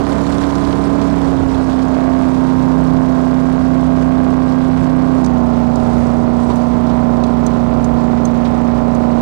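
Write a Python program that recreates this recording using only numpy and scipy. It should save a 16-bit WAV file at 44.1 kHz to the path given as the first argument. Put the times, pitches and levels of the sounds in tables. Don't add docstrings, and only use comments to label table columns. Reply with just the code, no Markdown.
import sys
import numpy as np
from scipy import signal
from scipy.fft import rfft, irfft
from scipy.io import wavfile
from scipy.ndimage import uniform_filter1d

SR = 44100
rng = np.random.default_rng(int(sys.argv[2]) if len(sys.argv) > 2 else 0)


def wrap_up_sound(samples):
    columns = np.atleast_2d(samples).T
    tamed = np.clip(columns, -1, 1)
    steps = np.round(tamed * 32767).astype(np.int16)
    wavfile.write(sys.argv[1], SR, steps)


N = 406161
T = np.arange(N) / SR


def undb(db):
    return 10 ** (np.asarray(db) / 20)


def unit(x):
    return x / np.sqrt(np.mean(x ** 2))


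def walk(rate_hz):
    knots = rng.standard_normal(4096)
    path = np.interp(T * rate_hz, np.arange(len(knots)), knots)
    return unit(uniform_filter1d(path, int(SR / rate_hz / 2) + 1))


def bumps(table):
    return sum(db * np.exp(-((T - s) / width) ** 2) for s, width, db in table)


def settle(start_db, end_db, time_s):
    return end_db + (start_db - end_db) * np.exp(-T / time_s)


def colour(x, spectrum, size=8192):
    hz, db = np.transpose(spectrum)
    bins = np.maximum(np.arange(size // 2 + 1) * SR / size, 1)
    gain = undb(np.interp(np.log(bins), np.log(hz), db))
    cepstrum = irfft(np.log(gain))
    cepstrum[1:size // 2] *= 2
    cepstrum[size // 2 + 1:] = 0
    response = irfft(np.exp(rfft(cepstrum)))
    return signal.fftconvolve(unit(x), response)[:N] * np.sqrt(SR / 2)


def clicks(at, sizes):
    at = np.clip(at, 0, N - 2)
    i = at.astype(int)
    return np.bincount(i, sizes * (1 - at + i), N) + np.bincount(i + 1, sizes * (at - i), N)


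# start in seconds, level in dB.
TICKS = [(2.601, -40), (2.667, -42), (3.101, -37.5), (5.603, -41), (5.77, -43), (5.987, -42), (6.821, -38),
         (7.939, -42)]

def ticks(decay_s=.0006, low_hz=8000):
    envelope = sum(undb(db) * (T >= s) * np.exp(-np.maximum(T - s, 0) / decay_s) for s, db in TICKS)
    treble = signal.butter(2, low_hz, "highpass", fs=SR, output="sos")
    return signal.sosfilt(treble, envelope * rng.standard_normal(N))


# mode in Hz, level in dB, seconds to fall 60 dB.
FITTING_MODES = [(2620, -5.5, .04), (3440, -9, 0.04), (4134, -6, 0.027), (6430, -3.5, 0.031),
                 (7600, -16, 0.029)]
# start in seconds, relative level in dB, splash centre in Hz,
# seconds for the splash to fall 60 dB, gain of the ring in dB.
DROPS = [(.1815, -33, 2900, .025, 0), (.2663, -36, 4340, .04, 2), (.3247, -30, 3400, .025, 1),
         (.382, -28, 4330, .02, -1), (.553, -30, 4300, 0.029, 2), (.648, -30, 3500, .03, 1),
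         (0.7266, -27, 3000, .02, -2), (1.015, -30, 4150, .02, 3), (1.544, -37.5, 3500, .03, 10),
         (1.711, -41, 3700, .03, 3), (1.826, -31, 4190, .03, -3), (5.244, -24, 5160, 0.023, -7),
         (5.261, -28, 5600, 0.023, -13), (5.7566, -27.5, 5400, 0.019, -13), (6.5012, -36, 3530, 0.096, -2),
         (6.5566, -41, 8010, 0.045, 10), (6.894, -37, 3474, 0.11, -2), (7.237, -27.5, 4110, 0.029, 6),
         (7.4643, -24.5, 6346, 0.019, 4.5), (7.8426, -32, 6306, 0.039, 7), (8.252, -27.5, 6410, 0.023, 9),
         (8.4515, -34.5, 3500, 0.089, -2), (8.9483, -37.5, 6114, 0.033, 2)]

def drops(trim_db=-2, band_ratio=1.37, rise_s=0.00087, top_hz=11000):
    out, t = np.zeros(N), T[:SR // 5]
    ring = sum(undb(db - 60 * t / t60) * np.sin(2 * np.pi * hz * t) for hz, db, t60 in FITTING_MODES)
    attack = 1 - np.exp(-t / rise_s)
    for s, db, hz, t60, ring_db in DROPS:
        edges_hz = [hz / band_ratio, min(hz * band_ratio, top_hz)]
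        band = signal.butter(2, edges_hz, "bandpass", fs=SR, output="sos")
        splash = unit(signal.sosfilt(band, rng.standard_normal(len(t)))) * undb(-60 * t / t60)
        hit = undb(db + trim_db) * attack * (splash + undb(ring_db) * signal.sosfilt(band, ring))
        i = int(s * SR)
        out[i:i + len(t)] += hit[:N - i]
    return out


# frequency in Hz, level in dB.
WIND_SPECTRUM = [(12, -67), (30, -63), (55, -54.5), (110, -56), (200, -61.5), (500, -74.5), (2000, -112),
                 (8000, -150)]
# centre and half-width in seconds, gain in dB.
GUSTS = [(.33, 0.048, 10), (1.42, 0.14, 8), (2.55, 0.083, 4), (2.97, 0.065, 8), (3.85, .08, 2),
         (4.82, 0.04, 14), (5.3, 0.15, 5), (5.85, 0.1, 7.5), (6.04, 0.065, 11), (6.27, 0.11, 7),
         (6.47, 0.087, 4), (6.95, 0.2, 4), (7.95, 0.12, 5.5), (8.38, 0.058, 5)]

def wind(base_db=-0.8, buffet_db=2.5, lull_db=0.6):
    db = base_db + buffet_db * walk(14) + lull_db * walk(3.1) + bumps(GUSTS)
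    return colour(rng.standard_normal(N), WIND_SPECTRUM) * undb(db)


# frequency in Hz, level in dB.
HULL_SPECTRUM = [(25, -55), (100, -46), (400, -52.5), (1000, -55), (2000, -78), (5000, -97.5),
                 (14000, -125)]
# start in seconds, strength in dB, decay in seconds.
SLAPS = [(1.36, -10, 0.034), (5.232, -3, 0.044), (5.86, -5, 0.088), (6.39, -18, 0.05), (6.495, 6, 0.03),
         (6.915, -1, .04)]

def bow_slaps(rise_s=0.005):
    force = np.zeros(N)
    for s, db, decay_s in SLAPS:
        t = np.maximum(T - s, 0)
        force += undb(db) * (1 - np.exp(-t / rise_s)) * np.exp(-t / decay_s)
    return force * colour(rng.standard_normal(N), HULL_SPECTRUM)


def droplets(low_hz, high_hz, ring_s, spread_db, count, samples):
    when, pitch, force = rng.random((count, 3)).T[:, :, None]
    hz = low_hz + (high_hz - low_hz) * pitch
    db = spread_db * np.minimum(-np.log(1 - force), 3)
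    t = T[:samples]
    rings = undb(db) * np.sin(2 * np.pi * hz * t) * np.exp(-t / ring_s)
    at = (when * (N - samples)).astype(int) + np.arange(samples)
    return unit(np.bincount(at.ravel(), rings.ravel(), N))


def spatter(mist_db, base_db=-60):
    patter = droplets(low_hz=3300, high_hz=8830, ring_s=0.0011, spread_db=4, count=1500, samples=500)
    return undb(base_db + mist_db) * patter


# frequency in Hz, level in dB.
SHEET_SPECTRUM = [(300, -83.5), (1500, -74.5), (2500, -86.5), (3400, -83), (4300, -84), (5500, -88),
                  (8000, -99), (12000, -125)]
MIST_SPECTRUM = [(2000, -115), (5000, -93), (6500, -92), (8000, -94), (10000, -98), (12000, -109),
                 (16000, -122)]
# centre and half-width in seconds, gain of the mist in dB.
WAVES = [(.31, .08, 2), (.68, .14, 2), (4.83, 0.056, 3), (5.2, 0.069, 5), (5.95, 0.19, 5), (6.5, 0.15, 5),
         (8.45, 0.14, 2.5)]

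def spray(cycles, flicker_db=1.22, throb_db=6.5, throb_phase=.24, throb_cycles=0.68, sheet_share=0.21):
    waves_db = bumps(WAVES)
    sheet_db = settle(4.8, -2.6, time_s=2.76) + sheet_share * waves_db
    mist_db = settle(6.2, -4.5, time_s=3.7) + waves_db
    throb = np.exp(-((cycles - throb_phase) % 1) / throb_cycles)
    flutter = undb(flicker_db * walk(40) + throb_db * (throb - throb.mean()))
    crackle_gain = undb(settle(-1, -10, time_s=2)) * undb([[0], [-4]])
    hiss = rng.standard_normal((2, N))
    crackle = droplets(low_hz=2000, high_hz=12000, ring_s=0.00032, spread_db=6, count=9000, samples=200)
    sheet, mist = flutter * (hiss + crackle_gain * crackle) / np.hypot(1, crackle_gain)
    sheet = colour(sheet, SHEET_SPECTRUM) * undb(sheet_db)
    mist = colour(mist, MIST_SPECTRUM) * undb(mist_db)
    return sheet + mist + spatter(mist_db)


THROTTLE_HZ = [239, 257, 279]

def at_throttle(hz, high_to_low):
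    return np.interp(hz, THROTTLE_HZ, high_to_low[::-1])


# lateness in firing intervals,
# then relative strength in dB at high, middle and low throttle.
CYLINDERS = [(.14, -3, -14, -4), (-.18, -10, -2, 0), (.08, -3, -7, -14), (.07, -3, -8, -2), (0, -1, -6, -1),
             (.07, -2, -14, 0), (-.19, -10, -1, -14), (.07, -3, -4, -12)]
# level in dB at high, middle and low throttle.
FRONTS_DB = [(-1, 1, -.5), (-9, -9, -5), (-7, -6, -8), (-5, -6, -6), (-7, 1, -.5), (0, -8, -3),
             (-9, -9, -4), (-8, -8, -1)]
# frequency in Hz, level in dB.
BURBLE_SPECTRUM = [(25, -79.5), (60, -61), (150, -61.5), (280, -54), (450, -64), (680, -59.5),
                   (1050, -76.5), (1400, -73.5), (2000, -93), (4000, -105), (12000, -135)]
GAS_SPECTRUM = [(60, -67), (250, -54), (500, -59), (1000, -62), (1500, -73.5), (2400, -84.5), (5000, -94.5),
                (10000, -112), (14000, -135)]
CRACK_SPECTRUM = [(700, -115), (1300, -94.5), (1650, -76), (2100, -79.5), (2500, -83), (2900, -87),
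                  (4000, -97.5), (12000, -135)]

def exhaust_edge(hz, cycles, scatter_db=1.6, jitter_s=.00002, puff_s=0.0033, steady_gas=0.48,
                 unevenness=0.33):
    count = len(CYLINDERS)
    firing = np.arange(int(cycles[-1] * count))
    cylinder = firing % count
    late = np.array(CYLINDERS)[cylinder, 0]
    slip, force, burn = rng.standard_normal((len(firing), 3)).T
    at = np.interp((firing + late) / count, cycles, np.arange(N)) + jitter_s * SR * slip
    rates = np.interp(at / SR, T, hz)
    push_db = unevenness * np.array([at_throttle(r, CYLINDERS[c][1:]) for c, r in zip(cylinder, rates)])
    front_db = np.array([at_throttle(r, FRONTS_DB[c]) for c, r in zip(cylinder, rates)])
    pushes = clicks(at, undb(push_db + scatter_db * force))
    puffs = unit(signal.lfilter([1], [1, -np.exp(-1 / (puff_s * SR))], pushes))
    burble = colour(clicks(at, burn * undb(push_db)), BURBLE_SPECTRUM)
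    gas = colour((puffs + steady_gas) * rng.standard_normal(N), GAS_SPECTRUM)
    crack = colour(clicks(at, undb(front_db + scatter_db * force)), CRACK_SPECTRUM)
    return burble + gas, crack


# multiple of the four-stroke cycle rate,
# then level in dB at high, middle and low throttle.
EXHAUST_ORDERS = [(2, -30, -32, -31), (3, -35, -38, -37), (4, -33, -34, -32), (5, -28, -25, -30),
                  (6, -31, -31, -30), (7, -35, -41, -36), (8, -20, -17, -18), (9, -36, -35, -32),
                  (10, -34, -39, -36), (11, -36, -38, -40), (12, -40, -41, -43), (13, -35, -39, -41),
                  (14, -41, -43, -38), (15, -54, -45, -43), (16, -46, -42, -43), (17, -40, -40, -38),
                  (18, -51, -42, -40), (19, -36, -41, -38), (20, -51, -51, -49), (21, -46, -34, -32),
                  (22, -50, -45, -38), (23, -47, -49, -55), (24, -49, -43, -37), (25, -48, -42, -36),
                  (26, -45, -49, -41), (27, -45, -57, -47), (28, -45, -44, -56), (29, -39, -42, -37),
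                  (30, -41, -49, -57), (31, -56, -49, -50), (32, -45, -44, -40), (33, -46, -42, -46),
                  (34, -61, -46, -40), (35, -41, -44, -41), (36, -50, -47, -46), (37, -54, -52, -53),
                  (38, -52, -48, -45), (39, -53, -57, -54), (40, -51, -54, -51), (41, -56, -58, -51),
                  (42, -59, -53, -46), (43, -50, -52, -53), (44, -53, -57, -51), (45, -60, -55, -62),
                  (46, -61, -58, -48), (47, -56, -57, -57), (48, -53, -53, -57), (49, -58, -60, -57),
                  (50, -57, -50, -56)]
# centre and half-width in seconds,
# centre and half-width in Hz, gain in dB.
BLOOMS = [(.1, .2, 277, 20, -2.5), (.7, .6, 1025, 35, 2.5), (1.35, .17, 203, 15, -9),
          (1.4, .2, 1170, 20, -9), (1.6, .35, 922, 20, 4), (1.77, .34, 260, 13, -1), (1.8, .35, 975, 18, 3),
          (1.9, .3, 850, 30, 4), (1.94, .4, 165, 18, -6), (2.06, .22, 665, 85, 7), (2.55, .2, 1030, 15, 5),
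          (2.58, .22, 680, 30, -18), (2.6, .3, 1129, 20, -9), (2.65, .26, 934, 18, 8.5),
          (3.1, .35, 1061, 15, 3), (5.3, .15, 1130, 130, 2), (5.35, .2, 650, 25, 2), (5.6, .35, 880, 22, 3),
          (5.0, .3, 161, 14, 1.5), (9.2, .8, 810, 350, 1)]

def exhaust_tone(hz, cycles, waver_db=1.1, dispersion=0.00069, split_order=16):
    count = len(CYLINDERS)
    late, *strength_db = np.transpose(CYLINDERS)
    place_in_cycle = (np.arange(count) + late) / count
    blooms = [(np.interp(s, T, hz) / count, centre_hz, width_hz, bumps([(s, width_s, db)]))
              for s, width_s, centre_hz, width_hz, db in BLOOMS]
    drone_and_bark = np.zeros((2, N))
    for order, *levels_db in EXHAUST_ORDERS:
        db = at_throttle(hz, levels_db)
        if order != count:
            db += waver_db * walk(3.5)
        for cycle_hz, centre_hz, width_hz, swell_db in blooms:
            db += swell_db * np.exp(-((order * cycle_hz - centre_hz) / width_hz) ** 2)
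        phasors = undb(strength_db) @ np.exp(-2j * np.pi * order * place_in_cycle)
        phase = at_throttle(hz, np.unwrap(np.angle(phasors)))
        phase -= dispersion * order ** 2
        drone_and_bark[int(order > split_order)] += undb(db) * np.sin(2 * np.pi * order * cycles + phase)
    return drone_and_bark


# centre and half-width in seconds, gain in dB.
RASP_SWELLS = [(2.1, 0.22, 2), (4.4, 0.66, .7), (8.7, 0.94, 3.5)]

def engine(hz, cycles, wander_hz=5):
    def level(db, db_per_hz, wander_db):
        return undb(db + db_per_hz * (hz - THROTTLE_HZ[1]) + wander_db * walk(wander_hz))

    rough, crack = exhaust_edge(hz, cycles)
    drone, bark = exhaust_tone(hz, cycles)
    rasp = crack * undb(bumps(RASP_SWELLS))
    return (drone * level(db=3.03, db_per_hz=-0.003, wander_db=0.35)
            + bark * level(db=3, db_per_hz=0.01, wander_db=0.34)
            + rough * level(db=-0.037, db_per_hz=0.037, wander_db=0.26)
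            + rasp * level(db=0.47, db_per_hz=0.088, wander_db=0.55))


# time in seconds, firing rate in Hz.
ENGINE_SPEED = [(0.0, 277.5), (0.45, 280.3), (0.54, 277.9), (1.0, 277.8), (1.29, 271), (1.52, 264.4),
                (1.72, 260.9), (2.46, 258.4), (2.54, 258.1), (2.86, 257.7), (2.96, 258.4), (3.25, 255.6),
                (3.52, 257.3), (4.75, 256), (5.15, 257.8), (5.18, 257.3), (5.28, 248.7), (5.46, 240.8),
                (5.83, 239.3), (5.94, 240.0), (6.23, 240), (6.47, 239.9), (6.54, 239.3), (6.71, 240.3),
                (6.8, 239.8), (6.95, 239.6), (7.63, 238.4), (7.82, 238.7), (8.34, 237.7), (8.5, 238.5),
                (8.84, 238), (9.2, 237.4)]

def scene(crosstalk_db=-79.5):
    times, rates = np.transpose(ENGINE_SPEED)
    hz = np.interp(T, times, rates)
    cycles = np.cumsum(hz) / SR / len(CYLINDERS)
    microphone = ticks() + drops() + wind() + bow_slaps() + spray(cycles) + engine(hz, cycles)
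    return np.outer([undb(crosstalk_db), 1], microphone)


def record(dry, gain_db=6.5, ceiling=0.77, left_hiss_db=-90, right_hiss_db=-60.5,
           whistle_db=-68, whistle_hz=15734, low_hz=8, top_hz=15850):
    loud = undb(gain_db) * dry
    tape = loud / (1 + (loud / ceiling) ** 4) ** .25
    tape = signal.sosfilt(signal.butter(1, low_hz, "highpass", fs=SR, output="sos"), tape)
    tape += undb([[left_hiss_db], [right_hiss_db]]) * rng.standard_normal((2, N))
    tape[1] += undb(whistle_db) * np.sqrt(2) * np.sin(2 * np.pi * whistle_hz * T)
    return signal.sosfilt(signal.ellip(12, .1, 80, top_hz, fs=SR, output="sos"), tape)


dry = scene()
out = record(dry)
wrap_up_sound(out)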